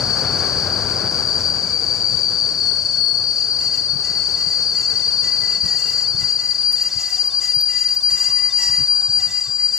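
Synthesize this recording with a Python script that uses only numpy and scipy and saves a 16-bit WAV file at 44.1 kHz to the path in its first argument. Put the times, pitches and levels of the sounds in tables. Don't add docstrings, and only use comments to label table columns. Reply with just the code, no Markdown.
import sys
import numpy as np
from scipy import signal
from scipy.fft import rfft, irfft, next_fast_len
from scipy.io import wavfile
from scipy.ndimage import uniform_filter1d, minimum_filter1d, map_coordinates

SR = 44100
rng = np.random.default_rng(int(sys.argv[2]) if len(sys.argv) > 2 else 0)


def store_pcm(level_fs):
    pcm = np.round(np.clip(level_fs, -1, 1) * 32767).astype(np.int16)
    wavfile.write(sys.argv[1], SR, np.atleast_2d(pcm).T)


N = 431291
T = np.arange(N) / SR
BINS = np.maximum(np.fft.rfftfreq(N, 1 / SR), 1)

# (frequency [Hz], level [dB])
ROAR_COLOUR = [(200, -30), (430, -2.5), (590, -4.5), (725, 1), (900, -2.5), (1130, 0), (1300, -3),
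               (1560, 1), (1850, -11.5), (2300, -11), (2700, -18.5), (4000, -18), (8000, -41),
               (16000, -70.5)]
# (frequency [Hz], level [dB])
HISS_COLOUR = [(1500, -20), (3400, -19.5), (4200, -17.5), (4850, 1), (5300, 1.5), (6000, -7), (6800, -11.5),
               (8200, -14), (9500, -16), (10200, -26), (13000, -30.5), (14300, -25.5), (15500, -46)]


def undb(db):
    return 10 ** (np.asarray(db) / 20)


def over_time(table):
    times, *columns = np.transpose(table)
    return [np.interp(T, times, column) for column in columns]


def over_frequency(table):
    hz, *columns = np.transpose(table)
    return [np.interp(np.log(BINS), np.log(hz), column) for column in columns]


def unit(x):
    return x / np.sqrt(np.mean(np.abs(x) ** 2))


def wander(per_s):
    count = int(N / SR * per_s) + 4
    steps = rng.standard_normal((count, 2)).T
    return unit(np.array([map_coordinates(row, [T * per_s], order=1) for row in steps]))


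def swell(start, length):
    progress = np.clip((T - start) / length, 0, 1)
    return 4 * progress * (1 - progress)


def noise(gain):
    size = next_fast_len(N, real=True)
    shape = np.interp(np.fft.rfftfreq(size, 1 / SR), BINS, gain)
    real, imaginary = rng.standard_normal((2, 2, len(shape)))
    return unit(irfft((real + 1j * imaginary) * shape, size)[:, :N])


def coloured_noise(colour):
    return noise(undb(over_frequency(colour)[0]))


def resonance(hz, width_hz):
    return unit(1 / (1 + ((BINS - hz) / width_hz) ** 2))


def tone(hz):
    return np.exp(2j * np.pi * np.cumsum(np.broadcast_to(hz, N)) / SR)


def beating(spread_hz):
    core = np.exp(-.5 * (BINS / spread_hz) ** 2)
    fringe = 0.13 / (1 + (BINS / (3 * spread_hz)) ** 2)
    return unit(noise(core + fringe) + 1j * noise(core + fringe))


def ring(pitches):
    power = sum((undb(db) * resonance(hz, width)) ** 2 for hz, width, db in pitches)
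    return noise(np.sqrt(power)) * np.sqrt(np.mean(power))


def speed(loss_per_s=.076):
    return np.clip(1 - loss_per_s * T, .05, 1)


def wind(centre_hz, width_hz, cut_hz):
    # (middle time [s], level [dB], length [s])
    gusts = [(2.142, -34, 0.087), (3.953, -34.5, 0.057), (4.471, -37, .04), (5.647, -29, .045),
             (6.152, -32, 0.021), (6.222, -35, 0.12), (6.97, -41.5, 0.069), (7.574, -32.5, 0.031),
             (7.766, -44.5, 0.051), (8.134, -36, .06), (8.295, -43, 0.035), (8.417, -42.5, 0.034),
             (8.704, -38.5, 0.12), (8.808, -32, 0.066), (9.097, -36, 0.033), (9.182, -40, 0.07),
             (9.29, -45, 0.17), (9.487, -43, 0.053)]
    force = sum(undb(db) * swell(time - length / 2, length) for time, db, length in gusts)
    bass_cut = BINS ** 2 / (BINS ** 2 + cut_hz ** 2)
    thumps = noise(resonance(centre_hz, width_hz) * bass_cut) * force
    return thumps * undb([[5.0], [-3.5]])


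def rolling():
    # (time [s], rumble [dB], rail roar [dB])
    levels = [(0, -27, -30), (1.0, -28, -31), (1.7, -33.5, -39.5), (3.1, -39.5, -44), (4.3, -39, -42),
              (6.2, -42.5, -43.5), (7.0, -49, -50), (9.78, -51.5, -51.5)]
    # (frequency [Hz], level [dB])
    rumble_colour = [(20, -42.5), (45, -6), (70, -4), (92, 2.5), (125, 0), (190, -3.5), (290, -8.5),
                     (420, -5.5), (600, -7.5), (900, -22), (2000, -77)]
    rumble_db, roar_db = over_time(levels)
    load = wander(per_s=28)[0]
    rumble = coloured_noise(rumble_colour) * undb(rumble_db - 1.74 + 0.94 * load)
    roar = coloured_noise(ROAR_COLOUR) * undb(roar_db - 1.74 + 1.23 * load)
    return rumble + roar


def brake_blocks():
    # (time [s], level [dB])
    levels = [(0, -28), (2.2, -31), (3.2, -34.5), (4.5, -32.5), (6, -33), (7.7, -33), (9.78, -34.5)]
    # (start [s], end [s], pitch [Hz], width [Hz], level [dB])
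    whistles = [(1.3, 2.4, 7020, 220, -50), (1.5, 2.4, 2300, 80, -54), (2.1, 5.6, 8870, 46, -49.5),
                (4.852, 5.4, 5900, 45, -45), (4.9, 5.35, 3605, 18, -51), (7.85, 9.2, 5830, 19, -42),
                (6.904, 7.45, 743, 19, -51.5), (7.143, 7.504, 1107, 15, -51.5),
                (7.878, 9.167, 1111, 12, -49), (8.57, 8.74, 5600, 41, -29.5),
                (8.567, 8.716, 883, 29, -47.5), (8.903, 9.35, 772, 22, -53.5),
                (9.153, 9.7, 1152, 15, -52.5), (8.8, 10.1, 7450, 180, -40)]
    sound = coloured_noise(HISS_COLOUR)
    flicker_db = 1.1 * wander(per_s=25)[0]
    sound *= undb(over_time(levels)[0] - 3.5 + flicker_db)
    for start, end, hz, width, db in whistles:
        sound += noise(resonance(hz, width)) * undb(db) * np.sqrt(swell(start, end - start))
    return sound


def singing_wheel():
    # (time [s], level [dB])
    levels = [(0, -81), (4.6, -59), (5.1, -58.5), (6.0, -62), (7.3, -51.5), (9.0, -48.5), (9.78, -53.5)]
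    # (pitch [Hz], width [Hz], level [dB])
    pitches = [(735, 40, -10), (1577, 50, -8), (3628, 20, -3), (5841, 22, 2), (7400, 250, -5),
               (8323, 16, -3)]
    return ring(pitches) * undb(over_time(levels)[0] + 1.5)


def bite(start, length, attack_s=0.023, release_s=0.14, ease_db_per_s=2.5):
    age = T - start
    rise = np.clip(age / attack_s, 0, 1)
    fall = np.clip((length - age) / release_s + .5, 0, 1)
    return rise * fall * undb(-ease_db_per_s * np.clip(age, 0, length))


def bend(pair, pitch_share=.003):
    position = np.cumsum(1 + pitch_share * wander(per_s=9)[0])
    return np.array([map_coordinates(side, [position], order=3, mode="mirror") for side in pair])


def flanges(groan_hz=2005, waver_hz=9.22, sag_s=.17, slip_db=2.0):
    # (start [s], length [s], ring [dB], groan [dB], drop in the groan's pitch [Hz])
    scrapes = [(3.365, 0.098, -43.5, -51, 40.5), (3.579, .27, -43, -49.5, 0),
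               (4.025, 0.26, -43.5, -47, 0.5), (4.35, .25, -44.5, -48, -0.5), (4.73, 0.36, -42, -47, -0.5),
               (5.219, 0.14, -40.5, -40, 0), (5.396, 0.18, -43, -37.5, -0.5),
               (5.631, 0.42, -37.5, -41, 60.5), (6.186, 0.16, -39, -42, 0.5), (6.38, 0.23, -43.5, -43.5, 0),
               (6.696, 0.31, -41, -46.5, 65.5), (6.985, .24, -37, -45, 1), (7.40, 0.13, -36, -41, -1),
               (7.677, 0.25, -38.5, -42.5, 0.5), (8.086, 0.27, -36, -41.5, 52.5),
               (8.352, 0.2, -42, -37, -3), (8.567, .26, -35, -36, 73), (9.17, 0.29, -41.5, -43.5, 40),
               (9.57, 0.12, -52, -46.5, -40.5), (9.723, .12, -45, -52, 0)]
    # (pitch [Hz], width [Hz], level [dB])
    deep_pitches = [(2002, 65, -6.5), (2740, 17, -13.5), (2791, 17, -5), (3163, 42, -12.5)]
    # (pitch [Hz], width [Hz], level [dB])
    bright_pitches = [(5600, 50, -19), (5623, 17, 1.5), (6140, 83, -7.5), (6680, 36, -0.5), (6750, 32, 0.5),
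                      (7570, 87, -1), (8270, 60, -7.5), (9000, 90, -11.5), (10860, 120, -19),
                      (11430, 90, -16), (12000, 50, -17.5), (13943, 60, -23), (14233, 120, -19)]
    ring_gain, groan_gain = 0, 0
    pitch_hz = groan_hz + waver_hz * wander(per_s=18)[0]
    for start, length, ring_db, groan_db, sag_hz in scrapes:
        contact = bite(start, length)
        ring_gain += contact * undb(ring_db)
        groan_gain += contact * undb(groan_db - 1)
        pitch_hz -= sag_hz * swell(start, sag_s)
    ring_slip, groan_slip = undb(slip_db * wander(per_s=20))
    groan = (tone(pitch_hz) * (1 + .5 * beating(spread_hz=22))).real
    ringing = bend(ring(bright_pitches) * undb(-4) + ring(deep_pitches) * undb(-5))
    hiss = coloured_noise(HISS_COLOUR) * undb(-0.5)
    roar = coloured_noise(ROAR_COLOUR) * undb(-14.5)
    return (ringing * ring_slip + hiss + roar) * ring_gain + groan * groan_slip * groan_gain


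def overtones(high, low, octave_db, crackle_db):
    # (start [s], peak [dB], length [s])
    crackles = [(3.057, -40, .004), (6.719, -31, .015), (6.744, -34, .008), (6.824, -32, .012),
                (7.257, -36, 0.014), (7.55, -24, 0.0035), (7.608, -23, .009), (7.63, -32, 0.017),
                (7.900, -41, .006), (7.943, -29, .014), (8.034, -33, 0.0065), (8.210, -36, .006),
                (8.815, -41, .005), (9.768, -30, 0.011)]
    force = sum(undb(db) * np.sqrt(swell(start, length)) for start, db, length in crackles)
    in_step = np.abs(np.cos(np.angle(high * np.conj(low)) / 2)) ** 8
    triple = np.cos(3 * np.angle(high))
    octave = (high ** 2).real
    return undb(octave_db) * octave + undb(crackle_db) * force * in_step * triple


def near_wheels(waver_hz, echo_db):
    # (start [s], end [s], first pitch [Hz], last pitch [Hz], level [dB])
    notes = [(-.2, .8, 4492, 4483, -25), (-.2, 1.2, 4800, 4794, -30), (1.05, 1.6, 4650, 4646, -22),
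             (1.6, 2.3, 4608, 4600, -25), (2.0, 2.55, 4642, 4648, -23), (2.6, 2.79, 4452, 4446, -18),
             (2.93, 3.22, 4447, 4445, -16.5), (3.1, 3.95, 4779, 4775, -24), (4.25, 4.65, 4768, 4764, -25),
             (7.2, 10, 4750, 4726, -21)]
    drift_hz = waver_hz * wander(per_s=12)[0]
    echoes = 1 + undb(echo_db) * beating(spread_hz=38)
    sound = 0
    for start, end, first_hz, last_hz, db in notes:
        hz = np.interp(T, [start, end], [first_hz, last_hz])
        sound += tone(hz + drift_hz) * undb(db) * np.sqrt(swell(start, end - start))
    return sound * echoes * np.array([[1], [0]])


def throb(depth_at_rest_db=3, flare_s=0.19):
    # (middle time [s], rise [dB])
    flares = [(5.75, 0.5), (6.0, 1.5), (6.76, 5), (7.6, 4.5), (7.92, 4), (8.13, 2), (8.83, 4), (9.14, 4)]
    flare_db = sum(db * swell(time - flare_s / 2, flare_s) for time, db in flares)
    throb_db = depth_at_rest_db * (1 - speed()) * wander(per_s=14)[0]
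    return undb(throb_db + flare_db)


def squeal_note(levels, centre_hz, spread_hz, trim_db):
    travel = np.cumsum(speed())
    beats = np.array([np.interp(travel, np.arange(N), side) for side in beating(spread_hz)])
    power = uniform_filter1d(np.abs(beats) ** 2, int(.18 * SR), axis=1)
    return beats / np.sqrt(power) * tone(centre_hz) * undb(over_time(levels)[0] + trim_db)


def squealing_wheels():
    # (time [s], level [dB])
    high_levels = [(0, -28), (1.3, -25), (2.6, -27), (4.2, -27), (5.0, -22), (6.5, -22), (8.2, -20.5),
                   (9.78, -22.5)]
    # (time [s], level [dB])
    middle_levels = [(0, -33.5), (.8, -28.5), (1.3, -26.5), (2.3, -22), (3.3, -45.5), (4.1, -30),
                     (5.3, -46), (9.78, -50.5)]
    # (time [s], level [dB])
    low_levels = [(0, -26), (1.9, -34.5), (2.7, -24), (3.5, -24.5), (5.1, -23.5), (6.1, -26.5),
                  (7.0, -33.5), (9.78, -39.5)]
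    high = squeal_note(high_levels, centre_hz=4742, spread_hz=42.8, trim_db=0.34) * throb()
    middle = squeal_note(middle_levels, centre_hz=4616, spread_hz=62, trim_db=-1.5)
    low = squeal_note(low_levels, centre_hz=4466.4, spread_hz=36.8, trim_db=0.5)
    near = near_wheels(waver_hz=2.437, echo_db=-17)
    edge = overtones(high + near, low, octave_db=-8.5, crackle_db=2.5)
    return np.sqrt(2) * (high + middle + low).real + near.real + edge


def stereo_microphone(pair):
    # (frequency [Hz], left minus right [dB], likeness [0-1], left lead [radians])
    sides = [(60, 6, 0.6, 0.54), (200, 6.5, 0.9, 0.38), (450, 6, 0.96, 0.6), (1700, 7, .999, 0),
             (3430, 7, 1, 0), (4400, 9, 0.7, -.15), (4530, 9, 0.44, -0.61), (4716, 8.5, 0.92, -1.18),
             (5600, -3, 0.92, -1.08), (6050, -2, .68, -0.012), (8000, 0.5, 0.46, -0.36),
             (14000, 2, 0.04, -0.22)]
    balance_db, likeness, lead = over_frequency(sides)
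    likeness = np.clip(likeness, 0, 1)
    left, other = rfft(pair)
    right = (likeness * left + np.sqrt(1 - likeness ** 2) * other) * np.exp(-1j * lead)
    return irfft(np.array([left * undb(balance_db / 2), right * undb(-balance_db / 2)]), N)


def scene():
    squeal = squealing_wheels()
    train = rolling() + brake_blocks() + flanges() + singing_wheel() + squeal
    return stereo_microphone(train) + wind(centre_hz=110, width_hz=70, cut_hz=31)


def record(dry):
    ceiling_db, hold_s, top_hz = -7.0, 0.019, 15700
    allowed = np.minimum(1, undb(ceiling_db) / (np.abs(dry).max(axis=0) + 1e-9))
    hold = int(hold_s * SR)
    gain = uniform_filter1d(minimum_filter1d(allowed, hold), hold)
    treble_cut = signal.ellip(8, .2, 70, top_hz, fs=SR, output="sos")
    return signal.sosfilt(treble_cut, dry * gain)


dry = scene()
out = record(dry)
store_pcm(out)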